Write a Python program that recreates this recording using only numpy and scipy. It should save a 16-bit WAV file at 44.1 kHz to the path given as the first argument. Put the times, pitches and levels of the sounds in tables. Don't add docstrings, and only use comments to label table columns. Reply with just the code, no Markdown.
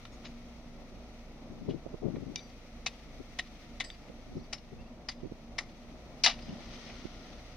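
import sys
import numpy as np
from scipy import signal
from scipy.fft import rfft, irfft
from scipy.io import wavfile
from scipy.ndimage import uniform_filter1d

SR = 44100
rng = np.random.default_rng(int(sys.argv[2]) if len(sys.argv) > 2 else 0)


def store_pcm(level_fs):
    pcm = np.round(np.clip(level_fs, -1, 1) * 32767).astype(np.int16)
    wavfile.write(sys.argv[1], SR, np.atleast_2d(pcm).T)


N = 333396
TIME_S = np.arange(N) / SR

# (time [s], relative level [dB], t60 [s], low resonance [Hz], high resonance [Hz],
# low lift [dB], high lift [dB], body [dB], brightness [dB], top edge [dB])
LATCH_BLOWS = [(0.052, -36, 0.015, 1380, 2340, 11, 8, 3, -5, 5),
               (0.243, -42, 0.096, 2900, 6650, 3, 8.1, 4, 2, -8),
               (0.2545, -34, 0.012, 2950, 3900, 3.4, 5.9, -2, 3, -7),
               (0.266, -47, 0.037, 2500, 3600, 3, 3, 2, 5, -4),
               (1.691, -45, 0.091, 2980, 3270, 4.8, 12, 0, 0, 4),
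               (2.157, -41.5, 0.025, 2320, 3630, 15, 2, 16, -21, -10),
               (2.358, -22.5, 0.012, 2280, 5860, 2, 4.3, -4.5, 10, 9),
               (2.391, -38, 0.017, 1950, 3660, 6, 17, -4, -1, 0),
               (2.861, -21, 0.051, 2530, 3800, 8.7, 3.7, 1, 5.5, 11.5),
               (3.386, -27, 0.038, 1900, 3930, 5, 2.8, 0, 3, 10.5),
               (3.390, -22, 0.036, 1900, 3040, 9.5, 3.6, -1, -3, 6),
               (3.8, -22.5, 0.053, 2130, 3570, 10.2, 8, -1, 0, 11.5),
               (3.839, -39.5, 0.064, 1900, 4830, 7, 8, 2, 7, 15),
               (3.901, -31.5, 0.012, 2200, 3500, 3, 11, -4, -2, 3),
               (4.527, -27, 0.055, 2200, 5250, 6, 10.3, 2.5, 4.5, 13),
               (4.580, -46, 0.028, 3000, 4000, 4, 7, -2, 12, 5),
               (5.085, -26, 0.05, 2040, 4960, 8.6, 15.5, 6.5, 3.5, 12.5),
               (5.108, -46, 0.09, 2100, 3300, 7.1, 4.2, -1, 6, 12),
               (5.581, -25.5, 0.036, 2000, 5040, 13, 4.6, 0, 8, 8),
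               (5.5854, -23, 0.035, 2070, 5100, 16.6, 3.5, 5, 6, 12),
               (5.600, -41, 0.089, 2020, 4100, 3.9, 4, 16, 12, 16),
               (6.2358, -13, 0.1, 4080, 4850, 13, 9.6, -5, 12.5, 15),
               (6.2445, -16, 0.053, 2340, 4400, 4.5, 6.7, -5, 7, 11),
               (6.260, -13, 0.036, 1850, 3540, 3.4, 6.1, 0.5, 7, 8),
               (6.2612, -10.5, 0.053, 2890, 3400, 10, 7, -0.5, 8, -5),
               (6.272, -19.5, 0.087, 3900, 4970, 2.8, 3.2, 7.5, 6.5, 4),
               (6.292, -26.5, 0.11, 2400, 3860, 3, 3.6, 1, 4.5, 1),
               (6.489, -45, 0.034, 3000, 5200, 18, 8, -9, 5, 0)]
# (frequency [Hz], relative density [dB])
GATE_SPECTRUM = [(240, 19.5), (400, -20.5), (560, -9), (780, -6), (1070, -9), (1350, -5.5), (1600, -9),
                 (1850, -0.5), (2900, -3), (4960, -6), (6600, -20.5), (7600, -34), (10700, -39),
                 (11400, -54), (14000, -51), (15800, -59)]
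# (frequency [Hz], width [Hz], relative level [dB])
PANEL_MODES = [(680, 160, 0), (1080, 57, 0), (1840, 60, -18), (2370, 37, -9), (2900, 30, 4), (2965, 39, 3),
               (3510, 51, -5), (3590, 37, 5), (3900, 79, 7), (4180, 33, -4), (4383, 40, -5), (4700, 34, -1),
               (5220, 53, -1)]
# (frequency [Hz], left minus right [dB], side minus mid [dB])
GATE_STEREO = [(700, 0, -27), (1310, -1, -11), (2230, 4.5, -8.5), (4420, 3, -15), (6260, 7, 5.5),
               (8300, -9.5, -5), (11000, -11, 0), (14500, -3, 0)]
# (time [s], level [dB], low favoured pitch [Hz], high favoured pitch [Hz],
# spread [octaves], free ringing [s])
TOOL_REBOUNDS = [(0.122, -57, 5480, 6650, 0.041, .04), (0.122, -64, 8480, 8480, .03, .05),
                 (0.25, -52, 6650, 6650, .06, .06), (2.360, -46, 2331, 3666, .1, 0.036),
                 (2.361, -46, 4678, 5922, 0.079, .2), (2.362, -60, 6650, 9927, .04, .07),
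                 (3.803, -37.5, 1900, 1900, 0.098, 0.099), (3.84, -43, 4850, 4850, 0.1, .1),
                 (3.843, -46, 7880, 7880, .06, 0.075), (3.9, -47, 4678, 4678, .05, .045),
                 (4.532, -44, 5380, 5430, .025, 0.082), (5.095, -53, 4960, 5380, .03, 0.083),
                 (6.265, -50, 10620, 10620, 0.052, .12), (6.425, -46.5, 4950, 5030, .06, 0.071)]
# (frequency [Hz], relative level [dB], t60 [s])
TOOL_MODES = [(1852, -6, .22), (1986, -9, .22), (2331, -1, .2), (3666, 3, .2), (4678, -11, .6),
              (4960, -9, .35), (5380, -8, .22), (5480, -12, .22), (5922, -6, .35), (6650, -6, .16),
              (7736, -13, .25), (7965, -11, .25), (8480, -13, .3), (9700, -16, .15), (9927, -14, .2),
              (10620, -13, .25)]
# (frequency [Hz], relative density [dB])
DIRT_SPECTRUM = [(350, -36), (600, -4), (974, -11), (1380, -0.5), (1560, -11), (1910, -0.5), (2600, -6.5),
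                 (2940, -4.5), (5690, -8), (6510, -11), (7250, -48), (7860, -25), (15000, -56)]
# (time [s], level [dB], band centre [Hz])
CLOD_HITS = [(6.758, -52, 3000), (6.852, -56, 4800), (6.882, -53, 3870), (6.898, -47.5, 1990)]
# (centre time [s], level [dB], Gaussian half length [s], left minus right [dB], upper edge [Hz])
WIND_PUFFS = [(1.649, -43.5, 0.086, 12, 300), (1.689, -29, 0.0083, 7.5, 430), (1.712, -34, 0.005, 6, 420),
              (1.746, -36.5, 0.013, 26, 380), (1.865, -35.5, 0.0043, -26, 495),
              (1.944, -36.5, 0.0073, -13, 472), (2.036, -36.5, 0.0055, 23, 560),
              (2.055, -29, 0.015, 22, 403), (2.085, -32, 0.01, 18, 453), (2.17, -35, 0.0039, -7, 400),
              (2.22, -38.5, 0.079, 15, 320), (3.202, -41, 0.0088, 22, 375), (4.1, -42, 0.004, -11, 514),
              (4.354, -45, 0.05, -1, 290), (4.375, -33.5, 0.0063, 5, 414), (4.731, -42.5, 0.0067, 11, 397),
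              (4.795, -50, 0.027, -3, 110), (5.247, -37.5, 0.015, -23, 362),
              (5.322, -36.5, 0.0036, -9, 447), (6.513, -41, 0.028, 3, 278), (7.056, -35, 0.0056, -33, 410)]
# (time [s], firing rate [Hz])
FIRING_RATE_HZ = [(0, 26.67), (5.05, 26.77), (5.2, 27.37), (7.56, 28.5)]
# (multiple of firing rate [1], level [dB])
FIRING_HARMONICS = [(1, -55), (2, -61.5), (3, -70.5), (4, -70.5), (5, -91), (6, -76)]
# (time [s], level [dB])
HUM_LEVEL_DB = [(0, -61), (.3, -53), (.8, -58.5), (2.5, -61.5), (4, -59.5), (7.56, -60)]
# (frequency [Hz], level [dB])
WHINE_TONES = [(109, -67), (482, -72), (732, -72)]
# (frequency [Hz], relative density [dB])
DRONE_SPECTRUM = [(15, -31), (25, 1), (39, -11.5), (58, 2), (78, -22.5), (102, -11), (161, -8.5),
                  (202, -10), (236, -3.5), (291, -11), (441, -18), (614, -12.5), (770, -18.5), (1320, -30),
                  (1600, -36), (2080, -42), (3520, -120)]
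# (time [s], level [dB])
DRONE_LEVEL_DB = [(0, -52.5), (2.3, -50.5), (2.6, -53), (6.1, -51.5), (6.4, -49), (7.56, -50.5)]
# (time [s], length [s], base pitch [Hz], glide [Hz/s], warble depth [Hz], relative level [dB])
BIRD_NOTES = [(4.352, .122, 4700, 6000, 850, -62.5), (4.785, .036, 2570, 7000, 0, -62),
              (4.803, .028, 5000, -25000, 0, -68), (4.838, .04, 2520, 7000, 0, -65),
              (4.860, .028, 4900, -25000, 0, -69)]
# (frequency [Hz], relative density [dB])
HISS_SPECTRUM = [(590, 1), (1000, -23), (1130, 3.5), (1320, 7), (1600, -2.5), (1900, 5), (2180, 5.5),
                 (2940, -1), (3870, -1), (4920, -4), (6190, -2.5), (6950, -15.5), (8740, -18),
                 (14500, -22.5), (15500, -25)]
# (time [s], level [dB])
HISS_LEVEL_DB = [(0.0, -61.5), (0.71, -63.5), (2.05, -65), (2.42, -62.5), (3.7, -61.5), (5.09, -67),
                 (6.2, -62)]
# (frequency [Hz], side minus mid [dB])
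DIFFUSE_WIDTH = [(60, -13), (200, -25.5), (380, -13), (700, -18), (1300, -8), (2400, 0.5), (4400, 3),
                 (8000, 0.5)]


def knocks(size=16384):
    lead_s, scatter_db, scatter_t60_s = .006, -27, .25
    t = np.maximum(np.arange(size) / SR - lead_s, 0)
    f = np.maximum(np.fft.rfftfreq(size, 1 / SR), 1)
    modes = sum(undb(db) / (1 + 2j * (f - hz) / width_hz) for hz, width_hz, db in PANEL_MODES)
    panel = colour(GATE_SPECTRUM)(f) * (1 + 0.7 * modes)
    panel /= np.sqrt(1 + (450 / f) ** 14)
    side_gain = colour([(hz, side_db) for hz, _, side_db in GATE_STEREO])
    out = np.zeros((2, N))
    for at_s, db, t60_s, low_hz, high_hz, low_db, high_db, body_db, bright_db, edge_db in LATCH_BLOWS:
        rise_s = min(.14 * t60_s, -db * .00024)
        chatter = np.minimum(t / rise_s, 1) ** 0.6 * undb(-60 * np.maximum(t - rise_s, 0) / t60_s)
        grit_db = 3.5 * wander(130, size)
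        scatter = np.minimum(t / 0.02, 1) * undb(scatter_db + grit_db - 60 * t / scatter_t60_s)
        favoured = [(low_hz, low_db), (high_hz, high_db)]
        ring = 1 + sum((undb(lift_db) - 1) / (1 + 1j * (f - hz) / (.036 * hz)) for hz, lift_db in favoured)
        tone = colour([(1200, body_db), (2200, 0), (3800, 0), (5500, bright_db), (7500, edge_db)])(f)
        contacts = rng.standard_normal((2, size))
        contacts *= undb(1.4 * unit(uniform_filter1d(rng.standard_normal(size), size=32)))
        mid, side = unit(shape(contacts * (chatter + scatter), lambda _: panel * ring * tone))
        side = shape(side, side_gain)
        gain = undb(db - 6) * np.sqrt(np.mean(chatter ** 2))
        add(out, at_s - lead_s, gain * (unit(mid) + np.array([side, -side])))
    return gate_pan(out)


def latch_rattle(ticks_per_s=70, settle_s=.22, tick_t60_s=.06, full_shake_db=-22, low_edge_hz=1500):
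    shake = sum(undb(db) * (TIME_S > at_s) * np.exp(-abs(TIME_S - at_s) / settle_s)
                for at_s, db, *_ in LATCH_BLOWS)
    ticks = impulses(ticks_per_s) * np.minimum(shake / undb(full_shake_db), 1)
    steel = shape(rng.standard_normal(N), lambda f: colour(GATE_SPECTRUM)(f) / (1 + (low_edge_hz / f) ** 4))
    return gate_pan(undb(-60) * decay(ticks, tick_t60_s) * unit(steel))


def tool_ring(size=22050, jangle_hz=70, damped_t60_s=.07):
    out, t = np.zeros(N), np.arange(size) / SR
    for at_s, db, low_hz, high_hz, spread_oct, free_s in TOOL_REBOUNDS:
        damping_db = -60 * np.maximum(t - free_s, 0) / damped_t60_s
        for hz, mode_db, t60_s in TOOL_MODES:
            detune = min(abs(np.log2(hz / low_hz)), abs(np.log2(hz / high_hz))) / spread_oct
            if detune < 2:
                jangle_db = 2.8 * wander(jangle_hz, size)
                cycles = hz * t + rng.random() + .06 * wander(jangle_hz, size)
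                envelope = undb(db + mode_db - 60 * t / t60_s + damping_db + jangle_db)
                add(out, at_s, np.exp(-detune ** 2) * envelope * np.sin(2 * np.pi * cycles))
    return gate_pan(out)


def dirt_spill(start_s=6.27, opening_s=0.075, peak_s=6.82, crumbs_per_s=5000, stones_per_s=19):
    rise_db_per_s, fall_db_per_s = 14.5, 12.5
    crumbs = (rng.random((2, N)) < crumbs_per_s / SR) * rng.standard_normal((2, N))
    crumbs *= undb(0.46 * rng.exponential(size=(2, N)))
    stones = decay(impulses(stones_per_s), t60_s=0.053) * rng.standard_normal((2, N))
    grit = unit(shape(unit(crumbs) + undb(-14) * unit(stones), colour(DIRT_SPECTRUM)))
    gap = np.clip((TIME_S - start_s) / opening_s, 0, 1)
    past_peak_s = TIME_S - peak_s
    flow_db = -55 + np.minimum(rise_db_per_s * past_peak_s, -fall_db_per_s * past_peak_s)
    return ports(*grit, side_db=-2.5, pan_db=4) * gap * undb(flow_db + wander(23))


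def clods(size=4096, t60_s=0.073, half_width_oct=0.47):
    out, t = np.zeros((2, N)), np.arange(size) / SR
    dirt_gain = colour(DIRT_SPECTRUM)
    for at_s, db, hz in CLOD_HITS:
        noise = rng.standard_normal((2, size))
        crumble = unit(shape(noise, lambda f: dirt_gain(f) / (1 + (np.log2(f / hz) / half_width_oct) ** 2)))
        add(out, at_s, ports(*crumble, side_db=-13, pan_db=1) * undb(db - 60 * t / t60_s))
    return out


def wind_puffs(size=32768, churn_db=4.5, churn_hz=45, low_edge_hz=115):
    out, t = np.zeros((2, N)), (np.arange(size) - size / 2) / SR
    for centre_s, db, half_s, pan_db, edge_hz in WIND_PUFFS:
        swell = np.exp(-.5 * (t / half_s) ** 2)
        pressure = rng.standard_normal((2, size)) * swell * undb(churn_db * wander(churn_hz, size))
        pressure[:, size // 2] += 13 * rng.choice([-1, 1], size=2)
        puff = shape(pressure, lambda f: ((1 + (low_edge_hz / f) ** 4) * (1 + (f / edge_hz) ** 9)) ** -.5)
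        puff *= np.sqrt(np.sum(swell ** 2) / np.sum(puff ** 2, axis=1, keepdims=True))
        add(out, centre_s + t[0], undb(db) * unit(pan(pan_db)) * puff)
    return out


def diesels(hum_hz=235):
    firing_rad = 2 * np.pi * np.cumsum(curve(FIRING_RATE_HZ) * (1 + 0.0042 * wander(3.6))) / SR
    firing = sum(undb(db + 0.62 * wander(13)) * np.sin(k * firing_rad + 2 * np.pi * rng.random())
                 for k, db in FIRING_HARMONICS)
    speed = 1 + .007 * wander(15.2) + .005 * wander(1.29)
    rad_per_hz = 2 * np.pi * np.cumsum(speed) / SR
    hum = undb(curve(HUM_LEVEL_DB) + 0.7 * wander(11)) * np.sin(hum_hz * rad_per_hz)
    whines = sum(undb(db + 1.5 * wander(1.5)) * np.sin(hz * rad_per_hz) for hz, db in WHINE_TONES)
    noise = unit(shape(rng.standard_normal((2, N)), colour(DRONE_SPECTRUM)))
    drone = noise * undb(curve(DRONE_LEVEL_DB) + 1.1 * wander(9.2) + 0.38 * np.cos(firing_rad))
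    return np.sqrt(2) * (firing + hum + whines) + ports(*drone, side_db=4.5, pan_db=-0.5)


def bird(warble_hz=22.5, crest_s=.028, scatter_db=-6, scatter_t60_s=.12):
    song = np.zeros(N)
    for at_s, length_s, base_hz, glide_hz_per_s, depth_hz, db in BIRD_NOTES:
        t = np.arange(int(length_s * SR)) / SR
        pitch_hz = base_hz + glide_hz_per_s * t + depth_hz * np.cos(2 * np.pi * warble_hz * (t - crest_s))
        envelope = undb(db) * np.sqrt(np.sin(np.pi * t / length_s))
        add(song, at_s, envelope * np.sin(2 * np.pi * np.cumsum(pitch_hz) / SR))
    t = np.arange(int(scatter_t60_s * SR)) / SR
    trees = rng.standard_normal(len(t)) * undb(-60 * t / scatter_t60_s)
    scattered = signal.fftconvolve(song, trees / np.linalg.norm(trees))[:N]
    return (song + undb(scatter_db) * scattered) * undb(-3 + 2 * wander(60))


def site_hiss():
    noise = unit(shape(rng.standard_normal((2, N)), colour(HISS_SPECTRUM)))
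    return ports(*noise, side_db=-0.5, pan_db=3) * undb(curve(HISS_LEVEL_DB) + 0.7 * wander(34))


def gate_pan(x):
    left_over_right = colour([(hz, pan_db) for hz, pan_db, _ in GATE_STEREO])
    return shape(x, lambda f: left_over_right(f) ** np.array([[.5], [-.5]]))


def ports(mid, side, side_db, pan_db):
    side = undb(side_db) * shape(side, colour(DIFFUSE_WIDTH))
    return (mid + np.array([side, -side])) * pan(pan_db)


def pan(pan_db):
    return undb(np.array([[pan_db], [-pan_db]]) / 2)


def impulses(per_s):
    return (rng.random(N) < per_s / SR) * rng.random(N)


def decay(x, t60_s):
    return signal.lfilter([1], [1, -undb(-60 / (t60_s * SR))], x)


def wander(rate_hz, size=N):
    return unit(shape(rng.standard_normal(size), lambda f: np.exp(-(f / rate_hz) ** 2)))


def shape(x, gain):
    size = x.shape[-1]
    return irfft(rfft(x) * gain(np.maximum(np.fft.rfftfreq(size, 1 / SR), 1)), size)


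def colour(points):
    hz, db = np.transpose(points)
    return lambda f: undb(np.interp(np.log(f), np.log(hz), db))


def curve(rows):
    return np.interp(TIME_S, *np.transpose(rows))


def undb(db):
    return 10 ** (np.asarray(db) / 20)


def unit(x):
    return x / np.sqrt(np.mean(x ** 2) + 1e-18)


def add(out, at_s, x):
    i = max(int(at_s * SR), 0)
    out[..., i:i + x.shape[-1]] += x[..., :N - i]


def scene():
    hammering = knocks() + latch_rattle() + tool_ring()
    return hammering + wind_puffs() + diesels() + site_hiss() + dirt_spill() + clods() + bird()


def record(dry):
    return signal.sosfilt(signal.ellip(10, .1, 80, 15750, fs=SR, output="sos"), dry)


dry = scene()
out = record(dry)
store_pcm(out)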